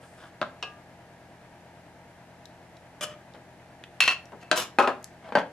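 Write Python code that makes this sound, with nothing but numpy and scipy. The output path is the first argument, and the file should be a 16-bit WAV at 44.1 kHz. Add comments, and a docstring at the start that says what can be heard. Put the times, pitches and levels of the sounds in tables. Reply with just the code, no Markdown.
"""A spoon knocks and rings on a saucepan, then rattles on its rim, in a small kitchen.
A plate clinks and slides, a shaker bumps and its lid scrapes, and things land on counter and board.
Each blow sounds an object's own tones over a burst of dense noise; rubbing is a run of tiny blows.
Small ticks fall between and the walls throw everything back. Behind it a three-bladed fan hums:
steady tones locked to its shaft and the mains, over rushing air."""
import sys
import numpy as np
from scipy import signal
from scipy.fft import rfft, irfft, next_fast_len
from scipy.io import wavfile

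SR = 44100
rng = np.random.default_rng(int(sys.argv[2]) if len(sys.argv) > 2 else 0)


def store_wav(level_fs):
    """Save 16-bit WAV to argv[1]."""
    pcm = np.round(np.clip(np.atleast_2d(level_fs), -1, 1) * 32767)
    wavfile.write(sys.argv[1], SR, pcm.T.astype(np.int16))


N = 243423  # length in samples


def amp(db):
    """Turns decibels into a plain multiplier."""
    return 10 ** (np.asarray(db) / 20)


def evened(x):
    """Scales a signal to an average (rms) strength of 1."""
    return x / np.sqrt(np.mean(x ** 2) + 1e-20)


def read(points, hz):
    """Reads a curve between its points, along a logarithmic pitch scale."""
    f, value = np.transpose(points)
    return np.interp(np.log(hz + 1), np.log(f + 1), value)


def add(mix, s, sound):
    """Adds a sound to the mix from s seconds on, cut at the end of the mix."""
    part = mix[:, round(s * SR):][:, :sound.shape[1]]
    part += sound[:, :part.shape[1]]


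def coloured(x, db_at):
    """Filters along the last axis by a gain in dB given as a function of Hz."""
    size = next_fast_len(x.shape[-1])
    gain = amp(db_at(np.fft.rfftfreq(size, 1 / SR)))
    return irfft(rfft(x, size) * gain, size)[..., :x.shape[-1]]


# How alike spread-out sound is on left and right. Each row: pitch in Hz, likeness from 0 to 1.
LIKENESS = [(60, 0.89), (300, 0.93), (700, 0.87), (1400, 0.74), (3100, 0.31), (6800, .02)]


def paired(x):
    """Makes two unrelated signals alike in the bass and apart in the treble."""
    same = read(LIKENESS, np.fft.rfftfreq(x.shape[1], 1 / SR))
    a, b = rfft(x)
    return irfft(np.array([a, same * a + np.sqrt(1 - same ** 2) * b]), x.shape[1])


# An object's body has four parts: its single tones, the spectrum of the dense tones between them,
# the level of those dense tones in dB against the single ones, and their ring time in seconds.
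# Ring time is the time to fall by 60 dB; each blow or rub takes its own share of it.

# The saucepan's single tones. Each row: pitch in Hz, level in dB, ring time in seconds.
PAN_TONES = [(748, -13., .5), (1200, -3., .55), (1647, -7., .55), (2105, -6., .075), (2439, -10., .25),
             (2509, -9., .25), (2616, -5., .3), (2720, -2., .08), (2848, -3., .25), (3160, -5., .12),
             (4527, -18., .1), (5243, -16., .12)]
# The rest of the pan: dense spectrum (pitch in Hz, level in dB), dense level in dB, ring time in s.
PAN_DENSE = ([(88, -47), (150, -20), (753, -2.5), (1020, -15), (1190, -5), (2260, -33), (2690, -11.5),
              (4230, -20), (5220, -25), (14000, -60)], 2.1, 0.1)


def pan():
    """The saucepan rings long, with many separate metal tones."""
    return play("pan", (PAN_TONES, *PAN_DENSE))


# The pan struck under the sauce: tones (pitch in Hz, level in dB, ring time in s),
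# dense spectrum (pitch in Hz, level in dB), dense level in dB, dense ring time in s.
FULL_PAN_BODY = ([(270, -10, 0.091), (625, -10, 0.11), (1028, -8., 0.08), (1310, -1.5, 0.049),
                  (1602, -6, 0.12), (2660, -17, 0.041), (3600, -13.5, 0.023)], [(71, -47), (120, -7),
                  (503, 0), (614, 2.5), (845, -13), (1280, -9), (1420, 3.5), (1600, -19), (2110, -22),
                  (3080, -12.5), (14000, -60)], 3.5, 0.04)


def full_pan():
    """The pan struck under the sauce gives a lower, shorter knock."""
    return play("full pan", FULL_PAN_BODY)


# The spoon: tones (pitch in Hz, level in dB, ring time in s),
# dense spectrum (pitch in Hz, level in dB), dense level in dB, dense ring time in s.
SPOON_BODY = ([(600, -6.5, 0.3), (1230, 5.5, 0.045), (1440, -26, 0.049), (1867, -8, 0.14),
               (2374, -7.5, 0.17), (2660, -7, 0.072), (2974, 3, 0.047), (3280, -1, 0.046),
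               (3380, -17, 0.093), (4210, -14, 0.16), (4880, -7, 0.059), (5150, -5, 0.05), (6080, -5, 0.04),
               (7540, -6, 0.059)], [(88, -13), (150, 4), (359, -25), (611, 4.5), (725, -18), (1000, -23),
               (1260, -0.5), (2220, -12.5), (2790, -4), (3500, -4), (3780, -24), (6310, -14),
               (11600, -19.5), (14000, -38)], 0.8, 0.051)


def spoon():
    """The spoon rattles on the rim with short, bright metal tones."""
    return play("spoon", SPOON_BODY)


# The plate's single tones. Each row: pitch in Hz, level in dB, ring time in seconds.
PLATE_TONES = [(716, -12., .1), (1017, -19., .2), (1334, -10., .1), (1510, -8., .15), (1575, -7., .2),
               (1895, -4., .2), (2367, -12., .1), (2634, -2., .5), (2712, -8., .3), (2748, -3., .42),
               (3090, -8., .15), (3838, -12., .08), (4300, -9., .45), (5717, -11., .07), (6880, -10., .06),
               (8500, -18., .04)]
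# The rest of the plate: dense spectrum (pitch in Hz, level in dB), dense level in dB, ring time in s.
PLATE_DENSE = ([(88, -57.5), (150, -40), (402, -31.5), (711, -7.5), (844, -29), (1040, -10), (2400, -9.5),
                (2690, -2), (3440, -12), (4320, -14.5), (12300, -33), (14000, -41)], 0.6, 0.25)


def plate():
    """The plate clinks with many separate tones, and slides."""
    return play("plate", (PLATE_TONES, *PLATE_DENSE))


# The shaker: tones (pitch in Hz, level in dB, ring time in s),
# dense spectrum (pitch in Hz, level in dB), dense level in dB, dense ring time in s.
SHAKER_BODY = ([(627, -3.5, 0.13), (1292, -3, 0.12), (1568, -2, 0.071), (2550, -10, .05),
                (3230, -2.5, 0.032), (3950, -8, .03)], [(59, -49), (100, -16), (670, -4), (1300, -9.5),
                (1440, -8), (1560, -5), (1810, -16.5), (3290, -14), (8700, -33), (14000, -56)], 3.5, 0.064)


def shaker():
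    """The shaker bumps: short tones under a stronger crowd of dense ones."""
    return play("shaker", SHAKER_BODY)


# The shaker's lid: tones (pitch in Hz, level in dB, ring time in s),
# dense spectrum (pitch in Hz, level in dB), dense level in dB, dense ring time in s.
LID_BODY = ([(1290, -1, 0.022), (3000, -1, 0.022), (5650, -3, 0.045), (7140, -12, 0.025), (9070, -8, .03),
             (9800, -13., 0.04), (12600, -10, 0.037)], [(71, -37), (120, -8), (537, -7.5), (655, -10),
             (724, 0), (1240, -2), (2090, -8.5), (3050, -7), (4030, -10.5), (5440, -7.5), (12600, -16),
             (14200, -27)], 5.9, 0.033)


def lid():
    """The lid scrapes: mostly dense noise, gone in a few hundredths of a second."""
    return play("lid", LID_BODY)


# The counter: tones (pitch in Hz, level in dB, ring time in s),
# dense spectrum (pitch in Hz, level in dB), dense level in dB, dense ring time in s.
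COUNTER_BODY = ([(257, -7.5, 0.25), (440, -31, 0.071), (790, -39, 0.13), (806, 0.5, 0.26),
                 (910.5, -6.5, 0.27), (1079, -5, 0.19), (1261, -11.5, 0.27), (1454, -10, 0.17),
                 (1740, -18, 0.21), (2120, -15.5, 0.16), (2260, -21, 0.16), (2475, -9, 0.08),
                 (2552, 0, 0.052), (4300, -16.5, .1)], [(59, -53), (100, -61), (233, -20.5), (684, -6),
                 (807, -12), (993, -11.5), (1270, -6), (2090, -23.5), (2410, -21), (11600, -41.5),
                 (14000, -59)], 0.5, 0.25)


def counter():
    """Things set down on the counter give a dull knock."""
    return play("counter", COUNTER_BODY)


# The board: tones (pitch in Hz, level in dB, ring time in s),
# dense spectrum (pitch in Hz, level in dB), dense level in dB, dense ring time in s.
BOARD_BODY = ([(224, -15, 0.3), (515, -5, 0.22), (589, -10, 0.16), (730, -4, 0.08), (858, -2, 0.088),
               (932, -4, 0.13), (1236, -16.5, 0.22), (1570, -5.5, 0.088), (1565, -6, 0.093),
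               (2030, -21, 0.11), (2530, -29, 0.13), (3080, -14, 0.1), (4544, -18.5, 0.11)], [(59, -67),
               (100, -60), (224, -3.5), (376, -35), (491, -9), (728, -6.5), (1120, -15), (1600, -16),
               (1810, -16.5), (4580, -34), (14000, -59)], 1.4, 0.22)


def board():
    """Things set down on the board give a dull, low knock."""
    return play("board", BOARD_BODY)


# Noise of a tick. Each row: multiple of the tick's pitch, level in dB.
CRUMB_NOISE = [(.1, -18.), (.35, -9), (1.1, 10), (2.2, -4.5), (4., -14)]
# Each row: start in seconds, level in dB (before the cut in strikes), pitch in Hz, ring time in seconds,
# hardness in dB per octave, left minus right in dB.
TICK_ROWS = [(2.4556, -41, 3920, 0.022, 2.5, 8), (2.768, -49, 3940, 0.03, -3, -4),
             (3.3375, -46, 3800, 0.015, -6, -1.1), (3.8382, -35, 2590, .025, -4, -1.1),
             (4.2557, -47.5, 5530, 0.024, -1.5, 1.1), (5.028, -48, 6600, .006, .1, 1.5),
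             (5.0432, -29., 6640, 0.005, -1.5, 1.5)]


def ticks():
    """Tiny contacts: each has one short tone, and noise that follows its pitch."""
    out = np.zeros((2, N))
    for s, db, hz, t60, hard_db, pan_db in TICK_ROWS:
        noise = [(k * hz, level_db) for k, level_db in CRUMB_NOISE]
        crumb = [(hz, -3., t60)], noise, 4., t60
        out += strikes(crumb, [(s, db, hard_db, 1, pan_db)])
    return out


# The rustle: tones (pitch in Hz, level in dB, ring time in s),
# dense spectrum (pitch in Hz, level in dB), dense level in dB, dense ring time in s.
RUSTLE_BODY = ([(9200, -3., .03), (7300, -3., .02)], [(2000, -20.), (4500, -1), (8500, 3), (13000, -12)],
                9., .012)


def rustle():
    """A faint bright rustle, made of rubbing alone."""
    return play("rustle", RUSTLE_BODY)


def play(name, body):
    """All that one object does: its blows and its rubbing."""
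    return blows(name, body) + rubs(name, body)


# Each row: object, start in seconds, level in dB (before the cut in strikes), hardness in dB per octave,
# share of ring time, left minus right in dB.
BLOW_ROWS = [("full pan", 0.4146, -17, 1.1, 0.51, 0.74), ("full pan", .4285, -22, -1.1, 0.17, 1.5),
             ("pan", 0.6263, -22.5, 2.6, 0.76, -1.1), ("spoon", 3.0095, -26.5, .7, 1.01, .3),
             ("plate", 4.0043, -6.5, 2.2, 0.29, -.51), ("plate", 4.0776, -8.5, -1.6, 0.27, 0.36),
             ("board", 4.3205, -39, 0.49, 0.19, 1.6), ("plate", 4.427, -41, -10.5, 0.7, 1.5),
             ("shaker", 4.5139, -8, 2.5, 0.6, 0.33), ("shaker", 4.527, -16, -1.1, 0.85, 1.2),
             ("counter", 4.7865, -4.5, -0.6, 0.48, 1.1), ("counter", 4.8, -12, -2.1, 0.51, 1.1),
             ("counter", 4.874, -13, -2.1, 0.38, 1.1), ("board", 5.3225, -22, -1.2, 0.37, 0.76),
             ("board", 5.3528, -7, 0.4, 0.51, 0.51), ("board", 5.372, -10.5, -1.7, 0.44, 1.1)]


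def blows(name, body):
    """The single strikes on one object."""
    return strikes(body, [row[1:] for row in BLOW_ROWS if row[0] == name])


def strikes(body, rows):
    """Lets a body ring once for each row, leaning left or right."""
    out = np.zeros((2, N))
    for s, db, hard_db, damp, pan_db in rows:
        side_db = np.array([[pan_db / 2], [-pan_db / 2]])
        level_db = db - 5.0 + side_db  # all strikes are cut by 5 dB
        add(out, s, amp(level_db) * ring(body, hard_db, damp))
    return out


# Each row: object, start in seconds, swell in seconds, fade in seconds, peak level in dB,
# level at the end of the fade in dB against the peak, hardness in dB per octave.
RUB_ROWS = [("rustle", 0.0, 0, .3, -63, -6, .2), ("full pan", .02, .018, .03, -50.5, -17, .4),
            ("full pan", .17, .065, .07, -49, -13, 3.2), ("full pan", .416, 0, .018, -28.5, -1.5, -.6),
            ("spoon", 3.008, .03, .022, -28, -18, .6), ("spoon", 3.055, 0, .09, -43, -6, -3.5),
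            ("board", 3.338, .012, .03, -46, -18, 1.8), ("plate", 4.015, 0, .06, -21.5, -10.5, .6),
            ("plate", 4.085, 0, .054, -24, -12, -.6), ("board", 4.325, 0, .035, -39, -8, -8.5),
            ("plate", 4.4, .03, .02, -53, -11, 1.5), ("lid", 4.555, .02, .07, -23, -19, -.5),
            ("counter", 4.82, 0, .05, -22, -14, -1.1), ("counter", 4.885, 0, .045, -27, -18, -1.5),
            ("board", 5.22, .06, .03, -44, -1.5, .4), ("board", 5.38, 0, .05, -20.5, -27, .48)]
# For each rubbed object: slips per second, spread of their size in dB, share of ring time left.
SURFACES = {"full pan": (900, 2.5, .31), "spoon": (1400, .73, .53), "plate": (2500, 2.8, .043),
            "lid": (2000, 3.6, .68), "counter": (990, 3.2, .55), "board": (900, 3.2, .15),
            "rustle": (3000, 2.5, .9)}
SWELL_DB = -8.5  # a swell starts this far under its peak


def rubs(name, body, spots=4):
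    """Uneven slips and bounces land on a few spots of an object that the contact damps."""
    out = np.zeros((2, N))
    for s, swell, fade, peak_db, fade_db, hard_db in [row[1:] for row in RUB_ROWS if row[0] == name]:
        slips_per_s, spread_db, damp = SURFACES[name]
        t = np.arange(0, swell + fade, 1 / SR)
        level_db = peak_db + np.interp(t, [0, swell, t[-1]], [SWELL_DB, 0, fade_db])
        slipping = rng.random(len(t)) < slips_per_s / SR
        size = np.minimum(rng.exponential(1, len(t)), 3)
        spot = rng.integers(0, spots, len(t))
        slips = evened(slipping * amp(spread_db * size))
        push = slips * amp(level_db) * signal.windows.tukey(len(t), .15)
        for k in range(spots):
            answer = ring(body, hard_db, damp)[:, :SR // 5]
            answer = answer / np.linalg.norm(answer[0])
            add(out, s, signal.fftconvolve((push * (spot == k))[None], answer, axes=1))
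    return out


def ring(body, hard_db, damp):
    """One blow's answer at both microphones: single tones, unevenly struck, over a dying dense crowd."""
    modes, dense, dense_db, dense_t60 = body
    t = np.arange(SR // 3) / SR

    def hardness(hz):
        """Tilts the level towards treble (hard) or bass (soft), around 1500 Hz."""
        return hard_db * np.log2(np.maximum(hz, 60) / 1500)

    tones = np.zeros((2, len(t)))
    for hz, db, t60 in modes:
        spot_db, skew, turn = rng.standard_normal(3)
        level_db = db + hardness(hz) + spot_db  # where the blow lands favours some modes
        lag = np.array([[0], [skew * hz / 7000]]) + turn  # high modes beam unevenly at the two sides
        tones += amp(level_db - 60 * t / (damp * t60)) * np.sin(2 * np.pi * hz * t + lag)

    noise = rng.standard_normal((2, len(t)))
    crowd = coloured(paired(noise) + 0.82 * noise[0], lambda hz: read(dense, hz) + hardness(hz))
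    dull = signal.lfilter([.25], [1, -.75], crowd)
    fall_db = -60 * t / (damp * dense_t60)
    crowd = dull * amp(fall_db) + (crowd - dull) * amp(1.61 * fall_db)  # the treble dies sooner
    crowd += amp(-1.5) * (crowd - dull) * np.exp(-t / .0015)  # the first crack of contact

    start = SR // 200  # levels are set by the first 5 ms
    both = tones / np.std(tones[:, :start]) + amp(dense_db) * crowd / np.std(crowd[:, :start])
    return both * np.minimum(t / 0.00048, 1) / np.std(both[:, :start])


# Time for echoes to fall by 60 dB. Each row: pitch in Hz, time in seconds.
ECHO_TIMES = [(150, 0.34), (600, 0.29), (2000, 0.27), (6000, 0.24), (13000, 0.17)]


def kitchen(x):
    """Echoes off the walls: sparse taps of random sign, each band dying at its own speed."""
    first = 160  # samples before the first echo
    taps = np.zeros((2, SR // 2))
    at = np.arange(first, SR // 2 - 20, 20)
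    at = at + rng.integers(0, 20, (2, len(at)))
    np.put_along_axis(taps, at, rng.choice([-1., 1.], at.shape), 1)
    hz, t, bands = signal.stft(paired(taps), SR, nperseg=256)
    fading = bands * amp(-60 * t / read(ECHO_TIMES, hz)[:, None])
    tail = signal.istft(fading, SR, nperseg=256)[1]
    tail[:, :first] = 0
    return signal.fftconvolve(x.mean(0)[None], tail / np.linalg.norm(tail[0]), axes=1)[:, :N]


# Hum of the mains. Each row: pitch in Hz, rms level in dB.
MAINS_TONES = [(60., -78.), (120., -66.)]
# Tones of the turning shaft. Each row: multiple of the shaft speed, rms level in dB.
SHAFT_TONES = [(2, -66), (3, -63), (4, -62), (5, -73), (6, -69), (7, -74), (8, -75), (11, -78), (13, -74),
               (14, -72), (15, -70), (16, -64), (18, -75), (19, -66), (20, -75), (22, -71)]
# Loudest tones one magnetic pull away from a shaft multiple.
# Each row: shaft multiple, side (-1 below or 1 above), rms level in dB.
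SIDE_TONES = [(2, 1, -71), (12, 1, -68), (13, 1, -74), (14, -1, -72), (14, 1, -74), (15, 1, -73),
              (17, -1, -66), (18, -1, -75), (18, 1, -75), (19, -1, -73), (19, 1, -73), (20, -1, -75)]
# Colour of the rushing air. Each row: pitch in Hz, level in dB per Hz, before the whole is set to AIR_DB.
AIR_COLOUR = [(12, -50), (20, -14.5), (115, -8.5), (300, -5.5), (353, -4.5), (416, -9), (547, -8),
              (681, -6), (946, -8), (1030, -13), (1470, -13), (1630, -9), (3420, -22), (11400, -32),
              (13800, -46)]
# Steep loss of treble above 13.6 kHz, applied to the air and again to the whole mix.
# Each row: pitch in Hz, gain in dB.
TREBLE_LOSS = [(13600, 0.), (14100, -16.), (16000, -22.)]
SHAFT_HZ, BLADES = 43.07, 3
PULL_HZ, PULL_TURNS = 120., .11  # magnetic pull of the mains, and its lead in turns
FAINT_FROM, FAINT_TO = 5, 21  # these shaft multiples carry weak side tones wherever no loud one is listed
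FAINT_DB, FAINT_SPREAD_DB = -81, 2.5
AIR_DB = -54.5  # rms level


def fan():
    """Shaft multiples with mains side tones, over rushing air that throbs nine times a second."""
    t = np.arange(N) / SR
    shaft = 2 * np.pi * SHAFT_HZ * t
    pull = 2 * np.pi * (PULL_HZ * t + PULL_TURNS)
    blade = rng.uniform(0, 2 * np.pi, BLADES)

    loud = [(k, side) for k, side, db in SIDE_TONES]
    faint = []
    for k in range(FAINT_FROM, FAINT_TO + 1):
        for side in (-1, 1):
            if (k, side) not in loud:
                faint.append((k, side, FAINT_DB + FAINT_SPREAD_DB * rng.standard_normal()))

    tones = sum(amp(db) * np.cos(2 * np.pi * hz * t) for hz, db in MAINS_TONES)
    for k, side, level_db in [(k, 0, db) for k, db in SHAFT_TONES] + SIDE_TONES + faint:
        phase = blade[k % BLADES] + 0.93 * rng.standard_normal()
        tones += amp(level_db) * np.cos(k * shaft + side * pull + phase)

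    air = paired(rng.standard_normal((2, N)))
    air = coloured(air, lambda hz: read(AIR_COLOUR, np.minimum(hz, 12000)) + read(TREBLE_LOSS, hz))
    air = amp(AIR_DB) * evened(air)
    throb = 0.18 * np.cos(BLADES * shaft - pull - 1.5)  # three shaft turns against one pull: 9 Hz
    throb += 0.043 * np.cos(shaft) + 0.089 * np.cos(2 * shaft)
    housing_colour = [(500, -41.0), (1200, -2.0), (2800, -9.5), (5000, -20.)]  # Hz, dB
    housing = coloured(air, lambda hz: read(housing_colour, hz))
    left, right = np.sqrt(2) * tones + air + throb * housing  # the housing buzzes in step with the throb
    return np.array([left, np.roll(right, 1)])  # the fan stands further left


# Places with their own echoes. Each row: names of the objects there, echo level in dB.
PLACE_ROWS = [(("pan", "full pan"), -8), (("counter",), -8), (("spoon", "plate"), -9), (("shaker", "lid"),
              -6), (("board",), -8.5), (("rustle", "ticks"), -9.5)]


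def scene():
    """Each place rings with its own echoes, over the fan."""
    sources = {"pan": pan, "full pan": full_pan, "spoon": spoon, "plate": plate, "shaker": shaker,
               "lid": lid, "counter": counter, "board": board, "ticks": ticks, "rustle": rustle}
    clatter = np.zeros((2, N))
    for names, echo_db in PLACE_ROWS:
        part = sum(sources[name]() for name in names)
        clatter += part + amp(echo_db) * kitchen(part)
    no_bass = signal.butter(3, 173, "high", fs=SR, output="sos")  # small things radiate no deep bass
    return signal.sosfilt(no_bass, clatter) + fan()


# Balance of the microphone pair. Each row: pitch in Hz, left minus right in dB.
BALANCE = [(60, 2), (240, 1.5), (950, 1.5), (3770, 0), (15000, 1.5)]
FULL_SCALE = 0.94  # the input stage rounds off the highest peaks
EDGE_HZ = 16500  # band limit


def record(dry):
    """The left side hears a little louder and sooner; peaks round off; treble drops steeply, then stops."""
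    left = coloured(dry[0], lambda hz: read(BALANCE, hz) / 2)
    right = coloured(dry[1], lambda hz: -read(BALANCE, hz) / 2)
    sides = np.array([left, np.roll(right, 1)])
    rounded = FULL_SCALE * np.tanh(sides / FULL_SCALE)
    heard = coloured(rounded, lambda hz: read(TREBLE_LOSS, hz))
    band_limit = signal.firwin(511, EDGE_HZ, window=("kaiser", 9), fs=SR)
    return signal.oaconvolve(heard, band_limit[None], "same")


dry = scene()
out = record(dry)
store_wav(out)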